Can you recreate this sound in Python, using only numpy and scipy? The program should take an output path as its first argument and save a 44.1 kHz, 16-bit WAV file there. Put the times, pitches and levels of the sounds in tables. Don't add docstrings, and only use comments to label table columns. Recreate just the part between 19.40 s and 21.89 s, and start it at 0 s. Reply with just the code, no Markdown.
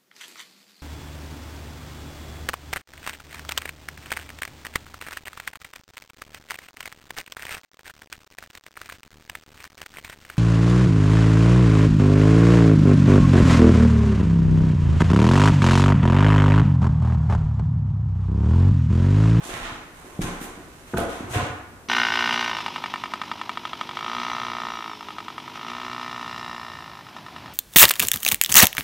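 import sys
import numpy as np
from scipy import signal
from scipy.fft import rfft, irfft, next_fast_len
from scipy.io import wavfile

SR = 44100
rng = np.random.default_rng(int(sys.argv[2]) if len(sys.argv) > 2 else 0)


def waveform_to_disk(signal):
    frames = np.transpose(np.atleast_2d(signal))
    scaled = np.clip(frames, -1, 1) * 32767
    samples = np.round(scaled).astype(np.int16)
    wavfile.write(sys.argv[1], SR, samples)


N = 109632

# frequency in Hz, relative density in dB per Hz.
HUSH_SPECTRUM = [(20, -12.5), (60, -4), (200, -10), (350, -9), (700, -16), (1400, -18), (2400, -25.5),
                 (4500, -30), (9000, -29.5), (15500, -37)]
# start in seconds, rise in seconds, hold in seconds, fade time constant
# in seconds, scrape level in dB, scrape centre in Hz, hiss level in dB, hiss centre in Hz, left over right in dB.
SOLE_SCUFFS = [(-.05, 0.01, 0.066, 0.046, -45.5, 833, -57.5, 5200, -1),
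               (0.01, 0.033, 0.057, 0.0095, -48, 1200, -41.5, 6500, -2.5),
               (0.082, 0.019, 0.056, 0.13, -38.5, 1400, -47, 7900, -4),
               (0.21, 0.021, 0.01, 0.028, -41.5, 1490, -68, 6500, -2.2),
               (0.244, 0.0077, 0.0082, 0.061, -37, 1850, -90, 6500, -5.5),
               (0.486, 0.074, 0.48, 0.01, -54.5, 970, -55.5, 8330, -4.5),
               (0.802, 0.016, 0.021, 0.02, -37, 1390, -38, 8000, 0.5),
               (0.847, 0.015, 0.024, 0.15, -44, 1110, -52, 7000, -5.5),
               (0.991, 0.024, 0.042, 0.013, -44.5, 1320, -39, 11200, -2.5),
               (1.116, 0.027, 0.3, 0.046, -60, 1510, -61, 8400, -8),
               (1.404, 0.084, 0.065, 0.015, -54, 1470, -53.5, 8800, -1.1),
               (1.563, 0.0091, 0.0067, 0.058, -36, 1760, -43.5, 9100, -5.5),
               (1.68, 0.016, 0.011, 0.12, -44, 1320, -47.5, 7900, 0),
               (1.762, 0.034, 0.12, 0.09, -47.5, 617, -72, 7700, -4.5),
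               (1.873, 0.041, 0.04, 0.022, -46, 3000, -42.5, 7700, 2.5),
               (1.9, 0.047, 0.02, 0.056, -31.5, 1340, -46.5, 9700, 0.2),
               (2.023, 0.0083, 0.013, 0.06, -48, 1410, -65, 8060, -18)]
# frequency in Hz, t60 in seconds, relative level in dB,
# side-to-middle amplitude ratio.
ROOM_BANDS = [(30, 0.32, -29, 0.46), (101, 0.23, -6.5, 0.29), (234, 0.77, 2, 0.22), (620, 0.6, 10, 0.38),
              (1390, 1, 7, .9), (3320, 0.63, 3, 1.05), (7400, 0.52, 4, 1.05), (13800, 0.18, -0.5, 0.92)]
# start in seconds, level in dB, centre of the push in Hz,
# spread of the push in octaves, ring length as a multiple of each mode's t60.
SHOE_KNOCKS = [(.056, -38, 320, 0.4, 0.64), (.092, -36.5, 335, 1.1, 0.61), (.095, -40, 33, 0.45, 0.65),
               (0.136, -40.5, 130, 0.82, 1.9), (0.204, -39, 31.8, 0.5, 1.4), (.17, -43, 282, 0.25, 1.7),
               (.235, -42, 277, 0.54, 2.1), (.253, -36, 1400, 0.74, 1.2), (0.299, -40.5, 275, 0.3, 1.1),
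               (.318, -37, 118, .6, 0.64), (0.534, -42.5, 50, 0.54, 0.9), (.645, -45.5, 360, 1.34, 0.5),
               (0.7904, -19, 171, 0.37, .9), (.792, -32, 484, 0.37, 0.46), (0.798, -32, 36, .6, 1.7),
               (.813, -26, 204, 0.54, 0.35), (.842, -26, 177, 0.88, 1.05), (1.014, -34, 271, 0.68, 0.78),
               (1.071, -48.5, 33.4, 0.47, 0.68), (1.175, -40, 216, 1.1, 0.76),
               (1.535, -25.5, 330, 0.48, 1.1), (1.5385, -25.5, 1060, 0.47, 0.86),
               (1.5423, -21.5, 186, 0.38, 1.04), (1.561, -24, 74, 0.77, 1.4),
               (1.573, -25, 1390, 0.41, 0.46), (1.584, -23.5, 490, 0.95, 0.55),
               (1.626, -29, 292, 0.99, 0.6), (1.805, -30, 270, 0.31, 0.73), (1.838, -29.5, 94.5, 0.17, 1.6),
               (1.904, -32.5, 97, .3, 3), (1.935, -28, 776, 0.17, 0.62), (1.946, -25.5, 650, 0.24, 0.57),
               (1.9555, -23.5, 600, 0.49, 0.58), (1.958, -20, 102, 0.42, 1.4),
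               (1.983, -28.5, 1560, 0.17, 1.6), (1.97, -32, 273, 0.19, 2.46), (2.029, -42.5, 275, 0.2, 4.2),
               (2.024, -25.5, 99, 0.35, 1.1), (2.098, -30, 97.5, 0.25, 1.2)]
# nominal frequency in Hz, relative level in dB, nominal t60 in seconds.
BOARD_MODES = [(29.7, -2, 0.48), (68, -18, 0.77), (95.13, -9.5, 0.31), (114.4, 1.5, 0.11),
               (164.2, 2.5, 0.076), (198, -12, 0.35), (247.7, 1.5, 0.086), (286.7, -2, 0.14),
               (347.4, -0.5, 0.12), (444.4, 2, 0.066), (537, 3, 0.04), (676.4, 1.5, 0.097),
               (875, -2.5, 0.057), (968, -14.5, 0.21), (1260, -0.5, 0.048), (1434, 2.5, 0.044),
               (2050, -27, 0.09)]
# start in seconds, level in dB, centre in Hz.
FLAKE_SNAPS = [(0.8202, -31, 5100), (0.8257, -30.5, 5160), (1.573, -45, 8100), (1.582, -25, 10600),
               (1.592, -40, 10000), (1.602, -29, 10600), (2.067, -40, 7100)]
# frequency in Hz, gain in dB.
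MIC_RESPONSE = [(20, 5.5), (2500, 2), (3700, 1), (4900, -6), (6200, -1), (9500, -0.5), (15500, -7.5)]

HUSH_DB = -49.5
SCRAPE_OCT, HISS_OCT = 1.177, 0.88
GRAINS_PER_S, GRAIN_DB = 5000, 2.0
SPREAD, DUST = 1.64, 0.3
FIRST_ECHO_S, BUILD_S = 0.002, 0.023
KNOCK_ECHO_DB = -0.5
DETUNE = 0.021
THUMP_DB, THUMP_CYCLES = 7, 0.96
ATTACK_CYCLES, LOW_CUT = 0.71, 0.3
SNAP_S, SNAP_OCT = 0.0016, 0.45
TOP_HZ = 15300

T = np.arange(N) / SR
SIZE = next_fast_len(N + SR)
HZ = np.maximum(np.arange(SIZE // 2 + 1) * SR / SIZE, 1)
LN_1000 = np.log(1000)


def undb(db):
    return 10 ** (np.asarray(db) / 20)


def unit(x):
    return x / np.sqrt(np.mean(x ** 2))


def shape(x, gain):
    return irfft(rfft(x, SIZE) * gain, SIZE)[..., :N]


def bell(hz, octaves):
    return np.exp(-0.5 * (np.log2(HZ / hz) / octaves) ** 2)


def column(table, hz, order=1):
    table = np.array(table)
    return np.interp(np.log(hz), np.log(table[:, 0]), table[:, order])


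def sides(pan_db):
    return undb(np.array([[pan_db / 2], [-pan_db / 2]]))


def hush():
    share = column(ROOM_BANDS, HZ, order=3)
    density_db = column(HUSH_SPECTRUM, HZ) - column(MIC_RESPONSE, HZ)
    gain = undb(density_db) / np.hypot(1, share)
    mid, side = shape(rng.standard_normal((2, N)), np.array([gain, gain * share]))
    return undb(HUSH_DB) * unit(np.array([mid + side, mid - side]))


def scuffs():
    out = np.zeros((2, N))
    for s, rise, hold, fade, scrape_db, scrape_hz, hiss_db, hiss_hz, pan_db in SOLE_SCUFFS:
        size = undb(GRAIN_DB * np.minimum(rng.exponential(size=N), 4))
        struck = rng.random(N) < GRAINS_PER_S / SR
        grains = struck * rng.uniform(-1, 1, N) * size
        scatter = 1 + SPREAD * rng.uniform(-1.13, 1, N) * np.array([[1], [-1]])
        dust = DUST * rng.uniform(-0.7, 1, (2, N))
        grit = unit(grains * scatter + dust)
        onset = np.clip((T - s) / rise, 0, 1) ** 2
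        push = onset * np.exp(-np.maximum(T - s - rise - hold, 0) / fade)
        scrape = undb(scrape_db) * unit(bell(scrape_hz, SCRAPE_OCT))
        hiss = undb(hiss_db) * unit(bell(hiss_hz, HISS_OCT))
        out += sides(pan_db) * push * shape(grit, scrape + hiss)
    return out


def room(x):
    tail, t = np.zeros((2, N)), T[:SR + SR // 2]
    noise = rfft(rng.standard_normal((2, N)), SIZE)
    for hz in 25 * 2 ** np.arange(0, 9.6, 0.5):
        mid, side = irfft(noise * bell(hz, 0.25), SIZE)[:, :len(t)]
        t60, db, share = (column(ROOM_BANDS, hz, order=k) for k in (1, 2, 3))
        fall = np.sqrt(2 * LN_1000 / t60 / SR) * np.exp(-LN_1000 * t / t60)
        band = np.array([mid + share * side, mid - share * side]) / np.hypot(1, share)
        tail[:, :len(t)] += undb(db - 4) * fall * band
    build = np.clip((T - FIRST_ECHO_S) / BUILD_S, 0, 1)
    return shape(tail * build, rfft(x, SIZE))


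def knocks():
    out = np.zeros(N)
    detunings = 1 + DETUNE * rng.standard_normal((len(SHOE_KNOCKS), len(BOARD_MODES)))
    for (s, db, hz, octaves, length), detuning in zip(SHOE_KNOCKS, detunings):
        start = int(s * SR)
        t = T[:min(N - start, SR)]
        thump = np.sin(2 * np.pi * hz * t) * np.exp(-t * hz / THUMP_CYCLES)
        ring = undb(THUMP_DB) * octaves ** 2 * thump
        for (mode_hz, mode_db, t60), factor in zip(BOARD_MODES, detuning):
            u = t[:int(t60 * length * SR)]
            near = np.exp(-0.5 * (np.log2(mode_hz / hz) / octaves) ** 2)
            decay = np.exp(-LN_1000 * u / t60 / length)
            ring[:len(u)] += undb(mode_db) * near * np.sin(2 * np.pi * mode_hz * factor * u) * decay
        attack = np.sin(np.pi / 2 * np.minimum(t * hz / ATTACK_CYCLES, 1)) ** 2
        cut = signal.butter(2, LOW_CUT * hz, "high", fs=SR)
        out[start:start + len(t)] += undb(db) * signal.lfilter(*cut, ring * attack)
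    return out


def snaps():
    out = np.zeros(N)
    for s, db, hz in FLAKE_SNAPS:
        fall = (T >= s) * np.exp(-np.maximum(T - s, 0) / SNAP_S)
        crack = fall * shape(rng.standard_normal(N), bell(hz, SNAP_OCT))
        energy_match = np.sqrt(np.sum(fall ** 2) / np.sum(crack ** 2))
        out += undb(db) * crack * energy_match
    return out


def scene():
    quiet = hush()
    grit = scuffs() + snaps()
    boards = knocks()
    echo = room(undb(KNOCK_ECHO_DB) * boards + grit[0])
    return boards + grit + echo + quiet


def record(dry):
    coloured = shape(dry, undb(column(MIC_RESPONSE, HZ)))
    low_pass = signal.ellip(10, 0.2, 80, TOP_HZ, fs=SR, output="sos")
    return signal.sosfilt(low_pass, coloured)


dry = scene()
out = record(dry)
waveform_to_disk(out)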